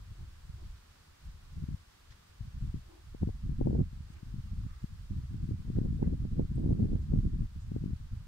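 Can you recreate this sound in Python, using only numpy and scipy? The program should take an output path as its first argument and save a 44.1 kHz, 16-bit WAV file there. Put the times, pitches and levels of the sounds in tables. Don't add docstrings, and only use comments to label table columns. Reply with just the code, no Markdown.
import sys
import numpy as np
from scipy.fft import rfft, irfft, next_fast_len
from scipy.io import wavfile
from scipy.ndimage import uniform_filter1d, map_coordinates

SR = 44100
rng = np.random.default_rng(int(sys.argv[2]) if len(sys.argv) > 2 else 0)


def store_wav(level_fs):
    pcm = np.round(np.clip(np.atleast_2d(level_fs), -1, 1) * 32767)
    wavfile.write(sys.argv[1], SR, pcm.T.astype(np.int16))


N = 364707

# (start [s], hold [s], force [dB], extra rumble [dB], extra tearing [dB])
WIND_GUSTS = [(0.123, 0.13, -54, 3.5, 0), (0.45, 0.27, -55, 4, 0), (1.223, 0.1, -52.5, 2, 0),
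              (1.545, 0.18, -41.5, 0, -2), (2.108, 0.03, -60.5, 0, 2), (2.404, 0.089, -51.5, -6, 0),
              (2.612, 0.067, -41, 2.5, -7), (2.759, 0.014, -39, -3.5, 5), (3.223, 0.0087, -36, 0, 3),
              (3.279, 0.012, -36.5, 7.5, 11), (3.473, 0.061, -36.5, 4, -4), (3.592, 0.033, -32, 2.5, -3),
              (3.658, 0.16, -30, -1, 4.5), (4.267, 0.12, -41.5, -1, -3), (4.522, 0.16, -42.5, 2, -10),
              (4.833, 0.023, -46.5, -9, -3), (5.1, 0.17, -41, 3, -5), (5.319, 0.22, -37, -6, -14),
              (5.617, 0.084, -40.5, -16, 11), (5.761, 0.1, -34, 1, 7), (5.995, 0.14, -32.5, -1, 6),
              (6.36, 0.064, -32, -0.5, 6), (6.578, 0.28, -30.5, -4.5, 0.5), (6.885, 0.11, -36, 4, 11),
              (7.117, 0.076, -33, 5, 1), (7.227, 0.2, -35.5, 4.5, -16), (7.707, 0.2, -38, -2, 1),
              (8.126, 0.022, -41, 4, -11)]
RUMBLE_SLOPE, FLUTTER_SLOPE, TEARING_SLOPE = 0.61, 0.87, 2.37


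def amp(db):
    return 10 ** (np.asarray(db) / 20)


def unit(x):
    return x / np.sqrt(np.mean(x ** 2) + 1e-20)


def along(points, hz):
    knots_hz, values = np.transpose(points)
    return np.interp(np.log(hz + 1), np.log(knots_hz + 1), values)


def curves(rows):
    times, *columns = np.transpose(rows)
    return [np.interp(np.arange(N) / SR, times, column) for column in columns]


def wobble(rate):
    knots = rng.standard_normal(int(N * rate / SR) + 4)
    return map_coordinates(knots, [np.arange(N) * rate / SR])


def filtered(x, response):
    size = next_fast_len(N + 8192)
    return irfft(rfft(x, size) * response(np.fft.rfftfreq(size, 1 / SR)), size)[..., :N]


def steady(x, size):
    power = uniform_filter1d(uniform_filter1d(np.mean(x ** 2, axis=0), size), size)
    return x / np.sqrt(np.abs(power) + 1e-12)


def wind_force(extra_db, attack_s=0.01, release_s=0.018, usual_db=-40):
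    # (time [s], force [dB])
    breeze = [(0.0, -51.5), (0.3, -65), (0.85, -72), (1.13, -70), (1.42, -61), (1.65, -64), (1.92, -80.5),
              (2.26, -78), (2.55, -47), (2.84, -61), (3.17, -58), (3.42, -40.5), (3.92, -53.5),
              (4.17, -57.5), (4.5, -49), (4.78, -60.5), (4.91, -50), (5.03, -52.5), (5.53, -45),
              (6.17, -36.5), (7.03, -40.5), (7.6, -47.5), (8.04, -51), (8.27, -52.5)]
    breeze_db, = curves(breeze)
    power = amp(breeze_db) ** 2
    for (start, hold, db, *_), more_db in zip(WIND_GUSTS, extra_db):
        age = np.arange(N) / SR - start
        rise = np.minimum(age, 0) / attack_s
        fall = np.maximum(age - hold, 0) / release_s
        envelope = np.exp(np.maximum(rise - fall, -40))
        power += (amp(db + more_db) * envelope) ** 2
    return 10 * np.log10(power) - usual_db


def puffs(force_db, depth_db=8, rate=40, firm_db=8, firm_width_db=4):
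    holes = np.logaddexp(0, 2.1 * wobble(rate))
    ragged = unit(amp(-depth_db * holes))
    firm_share = 0.5 / (1 + np.exp((firm_db - force_db) / firm_width_db))
    return np.sqrt(firm_share + (1 - firm_share) * ragged ** 2)


def eddies(times, strengths, pitches_hz, ports, size=2400):
    lags = np.arange(size) - size // 2
    index = np.round(times * SR).astype(int)[:, None] + lags
    passing = 1 - 1j * np.outer(pitches_hz, np.pi * lags / SR)
    phasors = strengths * np.exp(2j * np.pi * rng.random(len(times)))
    pulses = np.real(phasors[:, None] / passing ** 3)
    pulses = pulses * np.hanning(size) * ((index >= 0) & (index < N))
    slots = np.clip(index, 0, N - 1) + N * np.round(ports).astype(int)[:, None]
    return np.bincount(slots.ravel(), pulses.ravel(), 2 * N).reshape(2, N)


def crossfeed(ports, low_hz=42, high_hz=980, lag_s=0.00078, leak=0.55):
    ports = filtered(ports, lambda hz: 1j * hz / (low_hz + 1j * hz) / (1 + (hz / high_hz) ** 8))
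    return ports + filtered(ports[::-1], lambda hz: leak * np.exp(-2j * np.pi * hz * lag_s))


def eddy_stream(pitch_hz, pitch_spread, spread_db, count, size):
    times = (np.arange(count) + rng.random(count)) / count * (N - 1) / SR
    detune, strength = rng.standard_normal((count, 2)).T
    pitches_hz = pitch_hz[(times * SR).astype(int)] * np.exp(pitch_spread * np.clip(detune, -2, 2))
    ports = rng.integers(2, size=count)
    stream = eddies(times, amp(spread_db * strength), pitches_hz, ports, size)
    return steady(crossfeed(stream), size=1500)


def rumble(force_db, usual_level_db=-39.5, side_db=-20):
    # (frequency [Hz], relative density [dB])
    swirl_spectrum = [(8, -28.5), (22, -1.5), (45, -1.5), (75, -2.5), (110, -11.5), (170, -26), (300, -68),
                      (600, -120)]
    mid, side = filtered(rng.standard_normal((2, N)), lambda hz: amp(along(swirl_spectrum, hz)))
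    side = side * amp(side_db)
    pressure = steady(np.array([mid + side, mid - side]), size=2000)
    return amp(usual_level_db + RUMBLE_SLOPE * force_db) * pressure


def flutter(force_db, usual_level_db=-39.5, usual_hz=84, octaves_per_db=0.04):
    pitch_hz = usual_hz * 2 ** (octaves_per_db * force_db)
    stream = eddy_stream(pitch_hz, pitch_spread=0.13, spread_db=3.5, count=1900, size=1500)
    return amp(usual_level_db + FLUTTER_SLOPE * force_db) * stream


def tearing(force_db, usual_level_db=-69, usual_hz=215, octaves_per_db=0.01):
    pitch_hz = usual_hz * 2 ** (octaves_per_db * force_db)
    stream = eddy_stream(pitch_hz, pitch_spread=0.1, spread_db=7.0, count=3600, size=600)
    return amp(usual_level_db + TEARING_SLOPE * force_db) * stream


def wind():
    *_, extra_rumble_db, extra_tearing_db = np.transpose(WIND_GUSTS)
    swirl_db = wind_force(extra_rumble_db / RUMBLE_SLOPE, attack_s=0.014, release_s=0.03)
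    eddy_db = wind_force(np.zeros(len(WIND_GUSTS)))
    tear_db = wind_force(extra_tearing_db / TEARING_SLOPE)
    grip = puffs(eddy_db)
    return np.sqrt(grip) * rumble(swirl_db) + grip * (flutter(eddy_db) + tearing(tear_db))


def diffuse_noise(spectrum):
    # (frequency [Hz], correlation [-1 to 1])
    correlation = [(60, -0.2), (200, 1), (380, -0.5), (700, -0.48), (1000, 0.18), (1300, 0.62),
                   (2200, -0.22), (4400, -0.05), (8000, 0)]
    # (frequency [Hz], left minus right [dB])
    balance = [(400, 0), (700, 2), (1200, -4), (2300, -1), (4400, -1.5), (8000, 0)]

    def colour(hz):
        angle = np.arccos(np.clip(along(correlation, hz), -1, 1)) / 2
        return amp(along(spectrum, hz)) * np.array([np.cos(angle), np.sin(angle)])

    mid, side = filtered(rng.standard_normal((2, N)), colour)
    stereo = np.array([mid + side, mid - side])
    return unit(filtered(stereo, lambda hz: amp(np.outer([0.5, -0.5], along(balance, hz)))))


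def trees(wash_gain_db=7, leaf_gain_db=3.5, shiver_db=0.41):
    # (time [s], wash level [dB], leaf level [dB])
    drift = [(0.0, -73, -70.5), (1.3, -73, -70.5), (3.0, -73.5, -71), (3.7, -75, -73), (4.2, -73.5, -71),
             (5.2, -74.5, -71.5), (6.3, -75.5, -73), (8.27, -74.5, -72.5)]
    # (frequency [Hz], relative density [dB])
    wash_spectrum = [(20, -8), (60, -3.5), (150, 8), (250, 0), (400, 0), (600, -3), (850, -2), (1150, -1),
                     (1650, -4), (2200, -8.5), (3500, -12.5), (8000, -54)]
    # (frequency [Hz], relative density [dB])
    leaf_spectrum = [(700, -36), (1500, -3), (2400, -2), (3300, -1), (4700, -0.5), (6200, -4.5),
                     (8200, -6.5), (10000, -10.5), (12500, -12.5), (15700, -13)]
    wash_db, leaf_db = curves(drift)
    wash = amp(wash_db + wash_gain_db) * diffuse_noise(wash_spectrum)
    hiss = amp(leaf_db + leaf_gain_db + shiver_db * wobble(20)) * diffuse_noise(leaf_spectrum)
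    return wash + hiss


def thumps(core_gain_db=-2, core_hz=300, shred_gain_db=-12, scatter_s=0.0059, shred_count=3):
    # (time [s], body level [dB], pitch [Hz], core level [dB], port [0 left, 1 right])
    hard_eddies = [(0.117, -33, 63.4, -56, 0), (0.498, -28, 61.6, -69, 1), (1.622, -30, 76.5, -52, 0),
                   (1.639, -22, 86, -53, 0), (1.688, -23.5, 95, -46, 0), (1.745, -24, 71, -67, 0),
                   (2.41, -24, 61, -60, 0), (2.678, -29, 65, -76, 0), (2.744, -22, 118, -64, 0),
                   (3.149, -33, 154, -33, 0), (3.232, -18, 114, -20.5, 0), (3.275, -19, 141, -38, 0),
                   (3.291, -45, 160, -26.5, 0), (3.495, -21, 104, -58, 0), (3.613, -19.5, 158, -17.5, 0),
                   (3.672, -20, 160, -16, 0), (3.731, -19.5, 161, -32, 1), (3.756, -34, 153, -25, 1),
                   (3.793, -17, 150, -30, 0), (3.814, -15, 93, -46, 1), (3.932, -35.5, 105, -67, 0),
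                   (4.007, -29, 72, -68, 1), (4.104, -34.5, 93, -66, 0), (4.232, -30, 97.5, -63, 0),
                   (4.343, -26, 92, -71, 0), (4.666, -23.5, 78, -51, 1), (4.843, -20, 93, -67, 0),
                   (5.109, -23, 97, -62, 1), (5.491, -21.5, 110, -65, 0), (5.511, -23.5, 160, -54, 0),
                   (5.702, -24.5, 148, -44, 0), (5.787, -15, 151, -28, 0), (5.816, -17.5, 123, -38, 0),
                   (5.908, -17.5, 67, -61, 1), (6.028, -13, 162, -15.5, 1), (6.075, -15, 88.5, -39.5, 0),
                   (6.252, -25.5, 110, -32, 1), (6.396, -12.5, 141, -20.5, 1), (6.583, -29, 132, -37, 1),
                   (6.638, -41, 114, -33, 0), (6.662, -16, 161, -26, 0), (6.706, -18, 71, -26.5, 1),
                   (6.729, -14, 102, -26, 1), (6.793, -24, 161, -57, 0), (6.828, -15.5, 128, -40, 0),
                   (6.932, -21.5, 141, -32.5, 1), (6.956, -17.5, 75, -62, 1), (7.138, -14, 116, -25.5, 0),
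                   (7.188, -18, 70, -61, 1), (7.253, -23, 132, -63, 1), (7.42, -19.5, 71.5, -50, 0),
                   (7.719, -22.5, 130, -36, 0), (7.764, -22.5, 168, -33, 0), (7.84, -21.5, 124, -36, 0),
                   (7.861, -19.5, 109, -65, 0), (7.934, -20.5, 83, -66, 0), (8.011, -35, 75, -64, 0)]
    times, body_db, pitches_hz, core_db, ports = np.transpose(hard_eddies)
    tight_hz = np.full(len(times), core_hz)
    body = eddies(times, amp(body_db), pitches_hz, ports)
    core = eddies(times, amp(core_db + core_gain_db), tight_hz, ports)
    offsets = scatter_s * rng.standard_normal((len(times), shred_count))
    shreds = sum(eddies(times + offset, amp(core_db + shred_gain_db), tight_hz, ports)
                 for offset in offsets.T)
    return crossfeed(body + core + shreds)


def band(hz, centre_hz, octaves):
    return np.exp(-0.5 * (np.log2((hz + 1) / centre_hz) / octaves) ** 2)


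def bursts(events, size=16384):
    out = np.zeros((2, N + size))
    age = (np.arange(size) - size // 2) / SR
    hz = np.fft.rfftfreq(size, 1 / SR)
    for time, width, db, bands in events:
        colour = sum(amp(band_db) * band(hz, centre_hz, octaves) for centre_hz, octaves, band_db in bands)
        noise = unit(irfft(rfft(rng.standard_normal((2, size))) * colour))
        start = round(time * SR)
        out[:, start:start + size] += amp(db) * noise * np.exp(-(age / width) ** 2)
    return out[:, size // 2:size // 2 + N]


def hoots():
    # (peak time [s], half-width [s], level [dB])
    calls = [(0.205, .045, -66.5), (0.61, 0.037, -61), (2.936, 0.073, -62), (4.175, 0.11, -69.5)]
    # (centre [Hz], width [octaves], relative level [dB])
    formants = [(332, 0.16, 0.5), (756, 0.52, -13)]
    return bursts([(time, width, db, formants) for time, width, db in calls])


def handling(grain_db=4.0):
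    # (peak time [s], half-width [s], level [dB], centre [Hz], width [octaves])
    scuffs = [(.465, 0.013, -73, 7400, 0.29), (2.124, .02, -64, 3500, 0.6), (2.129, 0.021, -65.5, 1640, .3),
              (4.13, 0.018, -75, 6800, 0.39), (4.163, 0.043, -72, 2000, .5), (4.73, 0.1, -69, 1240, .11),
              (4.75, 0.1, -72.5, 1750, .3), (5.772, 0.03, -71.5, 1600, 0.36),
              (6.051, 0.029, -70.5, 1600, 0.4), (7.024, 0.014, -75, 6740, .35),
              (7.634, 0.059, -79, 6700, .3)]
    rubs = bursts([(time, width, db, [(hz, octaves, 0)]) for time, width, db, hz, octaves in scuffs])
    return rubs * amp(grain_db * wobble(130))


def bird(blur_hz=130):
    # (time [s], pitch [Hz], level [dB])
    note = [(6.52, 8200, -115), (6.545, 8200, -75), (6.61, 8280, -78), (6.66, 8450, -81),
            (6.69, 8450, -115)]
    pitch_hz, level_db = curves(note)
    tone = np.sin(2 * np.pi * np.cumsum(pitch_hz) / SR)
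    blur = unit(filtered(rng.standard_normal((2, N)), lambda hz: np.exp(-(hz / blur_hz) ** 2)))
    return amp(level_db) * unit(blur * tone)


def scene():
    return wind() + thumps() + trees() + handling() + hoots() + bird()


def record(dry):
    cutoff_hz = 15700
    return filtered(dry, lambda hz: hz < cutoff_hz)


dry = scene()
out = record(dry)
store_wav(out)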